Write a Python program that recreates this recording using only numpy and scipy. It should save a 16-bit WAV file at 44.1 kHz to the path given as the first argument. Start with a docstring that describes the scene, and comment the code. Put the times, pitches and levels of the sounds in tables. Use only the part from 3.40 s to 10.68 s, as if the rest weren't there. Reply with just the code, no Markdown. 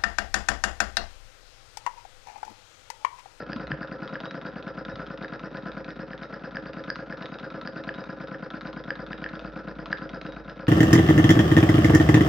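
"""Rapid double knocks, thumps and hiss: a small oscillating-cylinder steam engine on a steel bench, close by.
At about nine turns a second, crank slack and piston ring the frame's modes; sliding slips crackle.
Noise through a resonant pipe makes the exhaust hiss, pitched bursts the pops of spat water.
Bouncing loose parts tick, some setting the wheel ringing; the bench drones and bumps, the workshop reflects."""
import sys
import numpy as np
from scipy import signal
from scipy.fft import rfft, irfft
from scipy.io import wavfile

SR = 44100
rng = np.random.default_rng(int(sys.argv[2]) if len(sys.argv) > 2 else 0)


def file_out(sig):
    """Save sig as 16-bit WAV at sys.argv[1]."""
    # one column per channel
    cols = np.atleast_2d(sig).T
    # limit, then scale
    lim = np.clip(cols, -1, 1)
    pcm = np.round(lim * 32767).astype(np.int16)
    wavfile.write(sys.argv[1], SR, pcm)


N = 321048

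# Flywheel speed. Each row: time in seconds, speed in turns per second.
SPEED_TURNS_PER_S = [(0.0, 9.627), (0.28, 9.506), (0.56, 9.399), (0.84, 9.313), (1.12, 9.243), (1.4, 9.204),
                     (1.68, 9.148), (1.96, 8.979), (2.24, 8.968), (2.52, 8.897), (2.8, 8.988),
                     (3.08, 9.119), (3.36, 9.067), (3.64, 9.066), (3.92, 9.011), (4.2, 9.08), (4.48, 9.101),
                     (4.76, 9.031), (5.04, 8.88), (5.32, 8.818), (5.6, 8.832), (5.88, 8.79), (6.16, 8.778),
                     (6.44, 8.732), (6.72, 8.64), (7.0, 8.683), (7.28, 8.742)]
# Force of the power knock. Each row: time in seconds, relative level in dB.
FORCE_DB = [(0, -4), (2.45, -3.5), (2.75, -7.5), (3.35, -4.5), (4, -6), (4.6, -4), (6.8, -4), (7.1, -6.5)]
# Modes of frame and bench. Each row: frequency in Hz, t60 in seconds, relative level in dB when knocked
# from above, relative level in dB when knocked from below.
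FRAME_MODES = [(146.3, 0.07, -40.5, -36), (189.8, 0.062, -36, -63.5), (266.1, 0.2, -38, -55),
               (315.8, 0.2, -45.5, -43.0), (414.5, 0.14, -49, -46), (455.8, 0.14, -55, -50.5),
               (529.6, 0.083, -33, -34), (590.3, 0.19, -54, -50.5), (665.5, 0.069, -36.5, -48),
               (762.3, 0.15, -53, -56), (837, 0.16, -51, -56.5), (919.5, 0.17, -58, -61.5),
               (1017.3, 0.084, -36.5, -50.5), (1218, 0.048, -42, -46.5), (1340, 0.094, -35.5, -57.8),
               (1434, 0.053, -34.5, -49), (1494, 0.056, -38, -58), (1660, 0.1, -47.5, -57),
               (2160, 0.022, -55.5, -69), (2553, 0.035, -51, -70.5)]
# Blows within each knock. Each row: delay in seconds, relative level in dB, brightness in dB per octave,
# rise in seconds.
POWER_BLOWS = [(-.00221, -7, -8.2, .00184), (.00086, -10.3, 6.5, .0032), (.00344, -8.6, 1.7, .0024)]
RETURN_BLOWS = [(0, 0, .3, .0019), (.00415, -12.5, -2, .00175), (.0076, -6, 1.8, .0009)]  # delays before any stretch
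HOME_BLOWS = [(0.0012, -9.5, -4.3, 0.00073)]
# Spells of slower bouncing as the slack falls back. Each row: start in seconds, end in seconds,
# relative level in dB.
SOFT_RETURNS = [(0, .2, 1.5), (1.9, 2.12, 0), (2.46, 2.57, -3.5), (2.8, 3.02, -1), (3.9, 4.01, 0.5),
                (5.12, 5.23, -1), (5.69, 6.48, -1.5), (6.95, 7.17, -3)]
# Flow from the exhaust port. Each row: share of a turn, relative level in dB.
PORT_FLOW_DB = [(0, -24), (.06, -14), (.085, 4.5), (.12, 5.5), (.19, -0.5), (.33, -0.5), (.46, -11),
                (.52, -18.5), (1, -36)]
# Quarter-wave resonances of the exhaust pipe. Each row: nominal frequency in Hz, width per pass in Hz,
# relative level in dB.
PIPE_MODES = [(1632, 290, 3.5), (4868, 640, -6)]
# Sliding of piston and port face. Each row: share of a turn, relative level in dB.
SLIDING_DB = [(0, 0.5), (.15, 4.5), (.27, 3), (.4, 0), (.52, -2.5), (.63, -11.5), (.72, 3.5), (.8, -0.5),
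              (.92, -3.5), (1, 3)]
# Spectrum of the rubbing. Each row: frequency in Hz, gain in dB.
RUB_COLOUR = [(30, -19), (60, -25), (95, -14), (170, 0.5), (310, 0.5), (370, -3), (520, 1), (860, -8),
              (1150, -16.5), (1330, -4), (1700, -9.5), (2100, -15.5), (4000, -23), (9000, -32)]
# Bench drone. Each row: time in seconds, rms level in dB before waver.
DRONE_DB = [(0, -62), (.35, -59), (.8, -66.5), (1.2, -64.5), (1.6, -59.5), (1.85, -65), (2.3, -63.5),
            (5, -64.5), (6.2, -58), (7.28, -58.5)]
# Dull bumps on the bench. Each row: time in seconds, level in dB, frequency in Hz, t60 in seconds.
BUMPS = [(0.158, -20.5, 242, 0.054), (0.16, -31.5, 118, 0.034), (0.319, -24, 146, 0.1),
         (0.24, -49.5, 70, 0.7), (0.318, -39, 62.7, 0.12), (1.532, -31, 119, 0.066),
         (1.56, -60, 59.5, 0.31)]
# Chatter of loose parts. Each row: share of a turn, scatter in seconds, relative level in dB.
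CHATTER = [(.14, .004, -49.5), (.42, .005, -53), (0.241, 0.0052, -50.5), (0.675, 0.0027, -46),
           (.73, 0.0027, -49.5), (.79, .002, -51.5), (.865, 0.0011, -52.5)]
# Spectrum of a tick. Each row: frequency in Hz, gain in dB.
TICK_COLOUR = [(100, -12), (600, -10.5), (1500, 15), (2100, 6.5), (2600, 4), (3100, 2), (3700, 7),
               (4400, -2.5), (6000, -7), (9000, -21.5)]
# Wheel modes. Each row: frequency in Hz, t60 in seconds, relative level in dB.
WHEEL_MODES = [(3832, .4, 3), (2818, .25, -9)]
# Water spat from the exhaust. Each row: time in seconds, level in dB, pitch in Hz, upper pipe resonance
# in relative dB, splash in relative dB.
SPITS = [(0.119, -34, 1600, -8, -10), (0.1312, -28.5, 1700, -2, -7.5), (0.317, -19, 1690, -32, -12),
         (0.43, -28.5, 1680, -13, -28), (0.755, -24.5, 1650, -33, -16), (1.846, -26, 1685, -15.5, -21),
         (2.7323, -29.5, 1720, -20, -14), (3.1693, -23, 1646, -17, -15), (3.5019, -19.5, 1656, -2.5, -21),
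         (3.725, -27, 1660, -15.5, -30), (4.2741, -26.5, 1670, -3.5, -15), (4.4906, -22, 1685, -27, -10),
         (4.9453, -29.5, 1690, -23, -18), (5.505, -18.5, 1683, -15.5, -15), (5.7306, -27, 1695, -15, -7),
         (5.841, -25, 1740, -12, -7), (5.862, -22.5, 1700, -29, -23), (6.5282, -14.5, 1670, -14.5, -18.5)]
# Sharpest ticks of loose parts. Each row: time in seconds, relative tick level in dB, wheel ring level in dB.
TICKS = [(0.1625, -33.5, -61), (0.2707, -33.5, -79), (0.474, -40.5, -72), (0.677, -32.5, -59),
         (0.6922, -43, -71), (0.7444, -41, -78), (0.803, -30.5, -60), (0.8558, -31.5, -56),
         (0.91, -31, -76), (1.0145, -37.5, -68), (1.0679, -37, -72), (1.2262, -36, -75), (1.2796, -39, -70),
         (1.4508, -31.5, -74), (1.557, -32, -85), (1.6656, -36.5, -70), (1.7757, -36, -76),
         (1.826, -36.5, -61), (1.8815, -37.5, -66), (1.936, -38, -68), (1.9944, -35.5, -66),
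         (2.1708, -34.5, -62), (2.3178, -35.5, -68), (2.445, -34.5, -73), (2.505, -36.5, -68),
         (2.778, -38.5, -70), (2.8329, -33.5, -62.5), (3.1099, -42.5, -70), (3.3334, -34, -65),
         (3.439, -34.5, -90), (3.5571, -29.5, -77), (3.773, -39, -69), (3.824, -32.5, -62),
         (3.8574, -31.5, -57), (3.9419, -35.5, -64), (3.9869, -34.5, -70), (3.9977, -36.5, -58),
         (4.1026, -37, -68.5), (4.213, -33.5, -60.5), (4.3797, -40.5, -75), (4.4382, -34, -69),
         (4.541, -35.5, -61), (4.547, -41, -63), (4.6396, -33, -75), (4.8727, -39, -76),
         (5.1036, -33.5, -74), (5.21, -33, -64.5), (5.272, -35, -68), (5.3296, -35.5, -64),
         (5.4393, -37, -65), (5.5548, -36.5, -68), (5.6649, -37, -72), (5.7202, -41, -65.5),
         (5.7805, -40, -68), (5.8893, -36, -75), (5.954, -36, -66), (5.9935, -33, -69), (6.2842, -39, -77),
         (6.4581, -30.5, -81), (6.5181, -34.5, -71), (6.573, -37, -77), (6.584, -36.5, -71),
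         (6.6926, -33.5, -62), (6.814, -30.5, -66), (6.8651, -35, -62), (6.9223, -36, -59),
         (7.0977, -35, -71), (7.269, -31, -70)]
# Swells of the wheel's main mode. Each row: time of the top in seconds, level in dB.
SINGS = [(.895, -45.5), (1.075, -58), (1.53, -58), (2.22, -62), (3.87, -52), (4.02, -58), (6.92, -60)]
# Workshop decay. Each row: frequency in Hz, t60 in seconds.
ROOM_T60_S = [(100, 0.22), (500, 0.28), (1700, 0.36), (4000, 0.32), (9000, 0.25)]
# Level of left ear over right. Each row: frequency in Hz, difference in dB.
LEFT_OVER_RIGHT_DB = [(60, -3.5), (91, -5), (140, 1.5), (210, 5), (320, -4), (490, 1.5), (750, 3),
                      (1150, 3.5), (1750, 0), (2660, 1), (4060, -2), (6180, -5.5)]
# Microphone response. Each row: frequency in Hz, gain in dB.
MIC_DB = [(20, 4), (50, 5), (4900, -1), (5600, -5.5), (6500, -15.5), (7200, -21.5), (9000, -30),
          (13000, -38)]
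# Touches of metal on metal. Each row: share of a turn, scatter in seconds, relative level in dB.
TOUCHES = [(-.005, 0.00024, -34.5), (.008, 0.0002, -34), (.013, .0002, -32.5), (.021, 0.00017, -31.5),
           (.038, 0.0002, -37.5), (.333, 0.00058, -36), (.865, 0.00034, -38.5)]
# Spectra of a touch, a splash and the bench rumble. Each row: frequency in Hz, gain in dB.
TOUCH_COLOUR = [(200, -12.0), (1400, 7.5), (2000, 17), (2800, 11.5), (4000, 1), (6000, -4.5), (9000, -19.0)]
SPLASH_COLOUR = [(150, -22.0), (700, -18.5), (1500, -9.5), (2500, 15.0), (3300, 6.5), (4100, -9.0),
                 (5500, -14.5), (9000, -7.5), (13000, -14)]
RUMBLE_COLOUR = [(15, -12.0), (40, -2.0), (60, 7.5), (120, 5.0), (300, -19.0), (3000, -45.0)]

START_TURN, USUAL_TURNS_PER_S = .1094, 9  # start is in turns past a power knock
RETURN_AT_TURN, HOME_AT_TURN = .3125, .752  # slack falls back, piston thumps
SOFT_STRETCH, BOUNCE_SCATTER = .13, .018  # shares of the bounce delay
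EXHAUST_DB_PER_SPEED, EXHAUST_SCATTER_DB = 2.7, 1.1  # dB per extra turn a second
RUBBING_DB_PER_SPEED, RUBBING_SCATTER_DB = 2.4, 1.2
RIM_HZ, RIM_T60_S = 6409, .5

TIME_S = np.arange(N) / SR
SPEED = np.interp(TIME_S, *np.transpose(SPEED_TURNS_PER_S))
TURNS = START_TURN + np.cumsum(SPEED) / SR  # crank angle, in turns
TURN_COUNT = int(TURNS[-1]) + 1


def amp(db):
    """Amplitude of a level in dB."""
    return 10 ** (np.asarray(db) / 20)


def unit(x):
    """Scales to rms 1."""
    return x / np.sqrt(np.mean(x ** 2) + 1e-20)


def read(points, hz):
    """A table's value on a log-frequency axis."""
    f, value = np.transpose(points)
    return np.interp(np.log(hz + 1), np.log(f + 1), value)


def curve(points, at):
    """Gain along a table of dB."""
    return amp(np.interp(at, *np.transpose(points)))


def clicks(times_s, sizes):
    """A train of impulses."""
    at, out = np.round(times_s * SR).astype(int), np.zeros(N)
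    inside = (at >= 0) & (at < N)
    np.add.at(out, at[inside], sizes[inside])
    return out


def through(x, response):
    """Convolution with an impulse response."""
    return signal.oaconvolve(x, response)[:N]


def colour(points):
    """Causal impulse response with this spectrum (minimum phase)."""
    log_gain = np.log(amp(read(points, abs(np.fft.fftfreq(4096, 1 / SR)))))
    spectrum = np.exp(np.conj(signal.hilbert(log_gain)))
    return np.fft.ifft(spectrum).real[:len(log_gain) // 2]


def ring(hz, t60_s, rise_s):
    """One mode that swells for a moment and dies away."""
    t = TIME_S[:SR // 2]
    decay = np.exp(-np.log(1000) * t / t60_s)
    swell = 1 - np.exp(-(t / rise_s) ** 2)
    return np.sin(2 * np.pi * hz * t) * decay * swell


def wander(rate_hz):
    """Smooth chance of rms 1."""
    knots = rng.standard_normal(N // 20)
    return unit(np.interp(TIME_S * rate_hz, np.arange(len(knots)), knots))


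def moments(share, scatter_s):
    """Times when the crank passes this share of each turn."""
    times_s = np.interp(np.arange(TURN_COUNT) + share, TURNS, TIME_S, left=-1, right=-1)
    return times_s + scatter_s * rng.standard_normal(TURN_COUNT)


def effort(db_per_speed, scatter_db):
    """A gain that follows the speed and differs a little from turn to turn."""
    luck = np.interp(TURNS, np.arange(TURN_COUNT), rng.standard_normal(TURN_COUNT))
    return amp(db_per_speed * (SPEED - USUAL_TURNS_PER_S) + scatter_db * luck)


def resonate(x, hz, width_hz):
    """A resonance that follows the curve hz: shift to zero, smooth, shift back."""
    turn = np.exp(2j * np.pi * np.cumsum(hz) / SR)
    r = np.exp(-np.pi * width_hz / SR)
    return 2 * (turn * signal.lfilter([1 - r], [1, -r], x / turn)).real


def radiated(x):
    """The small frame moves little air below its lowest mode."""
    return signal.sosfilt(signal.butter(3, 125, "highpass", fs=SR, output="sos"), x)


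def light_modes():
    """What a small sharp blow stirs in the frame: its higher modes."""
    return sum(amp(db) * ring(hz, t60_s, .0003) for hz, t60_s, db, _ in FRAME_MODES if hz > 600)


def exhaust(hiss_db=-53, glide_per_turn=0.22, waver=0.019, sputter_db=3):
    """Wet steam sputters through the short pipe while the port is open; its pitch climbs as it blows clear."""
    steam = rng.standard_normal(N) * curve(PORT_FLOW_DB, TURNS % 1)
    jet = steam * effort(EXHAUST_DB_PER_SPEED, EXHAUST_SCATTER_DB) * amp(sputter_db * wander(500))
    bend = 1 + glide_per_turn * (np.minimum(TURNS % 1, .4) - .15) + waver * wander(40)
    pipe = np.zeros(N)
    for hz, width_hz, db in PIPE_MODES:
        once = resonate(jet, hz * bend, width_hz)
        pipe += amp(db) * unit(resonate(once, hz * bend, width_hz))
    return amp(hiss_db) * unit(pipe)


def rubbing(rub_db=-48, ringing_db=-54, grain_db=4.5, grains_per_s=2200, load_share=0.62):
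    """Tiny slips of the sliding faces crackle and stir the frame's modes, more so under load."""
    sliding = curve(SLIDING_DB, TURNS % 1) * effort(RUBBING_DB_PER_SPEED, RUBBING_SCATTER_DB)
    loaded = sliding * curve(FORCE_DB, TIME_S) ** load_share
    sizes = amp(grain_db * np.minimum(rng.exponential(1, N), 4)) * rng.choice([-1, 1], N)
    slips = loaded * sizes * (rng.random(N) < grains_per_s / SR)
    body = 0
    for hz, t60_s, db, _ in FRAME_MODES:
        tilt_db = 11.0 * np.log2(min(hz, 1700) / 500)
        body = body + amp(db + tilt_db) * ring(hz, t60_s, 0.00021)
    crackle = unit(through(slips, colour(RUB_COLOUR)))
    return amp(rub_db) * crackle + amp(ringing_db) * unit(through(slips, body))


def bench(rumble_db=-69, waver_db=2.0, order=6):
    """The bench drones at a multiple of engine speed, rumbles faintly and takes a few dull bumps."""
    drone_gain = np.sqrt(2) * curve(DRONE_DB, TIME_S) * amp(waver_db * wander(8.9))
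    drone = drone_gain * np.sin(2 * np.pi * order * TURNS)
    rumble = unit(through(rng.standard_normal(N), colour(RUMBLE_COLOUR)))
    bumps = sum(through(clicks(np.array([s]), amp([db])), ring(hz, t60_s, 0.0042))
                for s, db, hz, t60_s in BUMPS)
    return drone + amp(rumble_db) * rumble + bumps


def rattle(times_s, db, wheel_db, bounce_db=-4.0, bounce_s=.00045, frame_db=6.3, rim_db=-62, hard_db=-14,
           count=8):
    """A loose part buzzes through a quick run of bounces, stirs the frame and sets the wheel ringing."""
    luck = rng.random((len(times_s), count, 2))
    # it lands twice: delay in seconds, level in dB
    landings = (0, 0), (rng.uniform(.003, .007, len(times_s)), -7)
    train = np.zeros(N)
    for k in range(count):
        bounce_delay_s = (k + .8 * luck[:, k, 0]) * bounce_s
        sign = np.sign(luck[:, k, 1] - .5)
        for late_s, softer_db in landings:
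            sizes = amp(db + softer_db + k * bounce_db) * sign
            train += clicks(times_s + late_s + bounce_delay_s, sizes)
    wheel = sum(amp(level_db) * ring(hz, t60_s, 0.00083) for hz, t60_s, level_db in WHEEL_MODES)
    # the high rim ring favours hard ticks: 2 dB per dB, up to a cap
    rim_level_db = rim_db + 2 * np.minimum(db - hard_db, 1)
    rim = through(clicks(times_s, amp(rim_level_db)), ring(RIM_HZ, RIM_T60_S, .0005))
    tick = through(train, colour(TICK_COLOUR))
    frame = amp(frame_db) * through(train, light_modes())
    return tick + frame + through(clicks(times_s, amp(wheel_db)), wheel) + rim


def chatter(chatter_db=15, ring_db=-32, uneven_db=3):
    """Faint ticks of the play in the pivot, most of them on the return stroke."""
    times_s = np.concatenate([moments(share, scatter_s) for share, scatter_s, _ in CHATTER])
    luck = np.minimum(rng.standard_normal(len(times_s)), 2)
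    db = np.repeat(np.transpose(CHATTER)[2], TURN_COUNT) + uneven_db * luck
    return rattle(times_s, db + chatter_db, db + ring_db)


def strike(times_s, db, blows, mode_db, stretch=1):
    """Blows ring the frame's modes, a little differently each time; neighbours swing in opposite directions."""
    out = np.zeros(N)
    for delay_s, blow_db, brightness_db_per_octave, rise_s in blows:
        for k, (hz, t60_s, *_) in enumerate(FRAME_MODES):
            tilt_db = brightness_db_per_octave * np.log2(hz / 500)
            luck_db = .8 * rng.standard_normal(TURN_COUNT)
            size = amp(db + blow_db + mode_db[k] + tilt_db + luck_db)
            hits = clicks(times_s + delay_s * stretch, size)
            out += (-1) ** k * through(hits, ring(hz, t60_s, rise_s)[:SR // 4])
    return out


def knocks(power_knock_db=4.0, return_knock_db=-.5, home_thump_db=-0.05):
    """Steam takes up the crank's slack, lets it fall back bouncing, and the piston thumps on its way home."""
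    _, _, above_db, below_db = np.transpose(FRAME_MODES)
    power_s = moments(0, .00004)
    back_s = moments(RETURN_AT_TURN, .0003)
    home_s = moments(HOME_AT_TURN, .0005)
    spells = np.array([(start < back_s) & (back_s < end) for start, end, _ in SOFT_RETURNS])
    # bounces slow down in soft spells and vary each turn, so the ring wavers
    stretch = 1 + SOFT_STRETCH * spells.any(0) + BOUNCE_SCATTER * rng.standard_normal(TURN_COUNT)
    power_db = power_knock_db + np.interp(power_s, *np.transpose(FORCE_DB))
    back_db = return_knock_db + np.transpose(SOFT_RETURNS)[2] @ spells
    power = strike(power_s, power_db, POWER_BLOWS, above_db)
    back = strike(back_s, back_db, RETURN_BLOWS, below_db, stretch)
    home = strike(home_s, home_thump_db, HOME_BLOWS, above_db)
    return radiated(power + back + home)


def contacts(uneven_db=1.3):
    """Metal meets metal at fixed points of the turn: each touch is a short tick."""
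    spread_db = uneven_db * rng.standard_normal((len(TOUCHES), TURN_COUNT))
    train = np.zeros(N)
    for (share, scatter_s, db), luck_db in zip(TOUCHES, spread_db):
        train += clicks(moments(share, scatter_s), amp(db + luck_db))
    return through(train, colour(TOUCH_COLOUR))


def spits(length_s=0.006, upper_length_s=0.0027, pop_db=0, splash_db=17, frame_db=9):
    """A slug of water cracks out of the pipe, which sings for a few cycles and jolts the frame."""
    times_s, db, _, _, crack_db = np.transpose(SPITS)
    # the slug breaks in two
    cracks = clicks(times_s + 0.00043, amp(db + crack_db))
    cracks += clicks(times_s + 0.0011, amp(db + crack_db - 11.0))
    out = amp(splash_db) * through(cracks, colour(SPLASH_COLOUR))
    out += through(clicks(times_s, amp(db + frame_db)), light_modes())
    upper_hz = PIPE_MODES[1][0]
    for start_s, level_db, pitch_hz, upper_db, _ in SPITS:
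        for hz, span_s, part_db in ((pitch_hz, length_s, 0), (upper_hz, upper_length_s, upper_db)):
            t = TIME_S[:int(span_s * SR)]
            envelope = np.sin(np.pi * (t / span_s) ** 0.34)  # quick rise, slower fall
            burst = np.sin(2 * np.pi * hz * t) * envelope
            out[int(start_s * SR):][:len(t)] += amp(pop_db + level_db + part_db) * burst
    return out


def ticks(tick_db=16.0):
    """The sharp ticks of loose parts that stand out of the chatter."""
    times_s, db, wheel_db = np.transpose(TICKS)
    return rattle(times_s, db + tick_db, wheel_db)


def singing(swell_s=.11):
    """The wheel's main mode sings: a thin tone swells, flutters and fades."""
    swell = sum(amp(db) * np.cos(np.pi * np.clip((TIME_S - top_s) / swell_s, -.5, .5)) ** 2
                for top_s, db in SINGS)
    flutter = amp(2.5 * wander(60))
    return swell * flutter * np.sin(2 * np.pi * WHEEL_MODES[0][0] * TIME_S + .4 * wander(40))


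def room(x, apart_db=-3):
    """Workshop reflections: sparse taps dying band by band, partly shared by the two ears."""
    shape = 2, SR // 2
    signs = rng.choice([-1., 1.], shape)
    taps = signs * (rng.random(shape) < .06) * (TIME_S[:SR // 2] > .007)
    hz, t, bands = signal.stft(taps, SR, nperseg=256)
    decay = np.exp(-np.log(1000) * t / read(ROOM_T60_S, hz)[:, None])
    tails = signal.istft(bands * decay, SR, nperseg=256)[1]
    shared, apart = (through(x, tail / np.linalg.norm(tail)) for tail in tails)
    return shared + amp(apart_db) * np.array([apart, -apart])


def scene(room_db=-13.0, left_lag_s=.000015):
    """The engine is close to the microphone pair; its sound spreads into the workshop."""
    engine = knocks() + contacts() + ticks() + chatter() + radiated(rubbing()) + exhaust() + spits() + singing()
    hz = np.fft.rfftfreq(N, 1 / SR)
    level = amp(np.outer([.5, -.5], read(LEFT_OVER_RIGHT_DB, hz)))
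    lag = np.exp(-2j * np.pi * np.outer([left_lag_s, 0], hz))
    direct = irfft(rfft(engine + bench()) * level * lag, N)
    return direct + amp(room_db) * room(engine)


def record(dry, edge_hz=13000):
    """A dull microphone, then the band limit."""
    edge = signal.butter(12, edge_hz, fs=SR, output="sos")
    return np.array([signal.sosfilt(edge, through(side, colour(MIC_DB))) for side in dry])


dry = scene()
out = record(dry)
file_out(out)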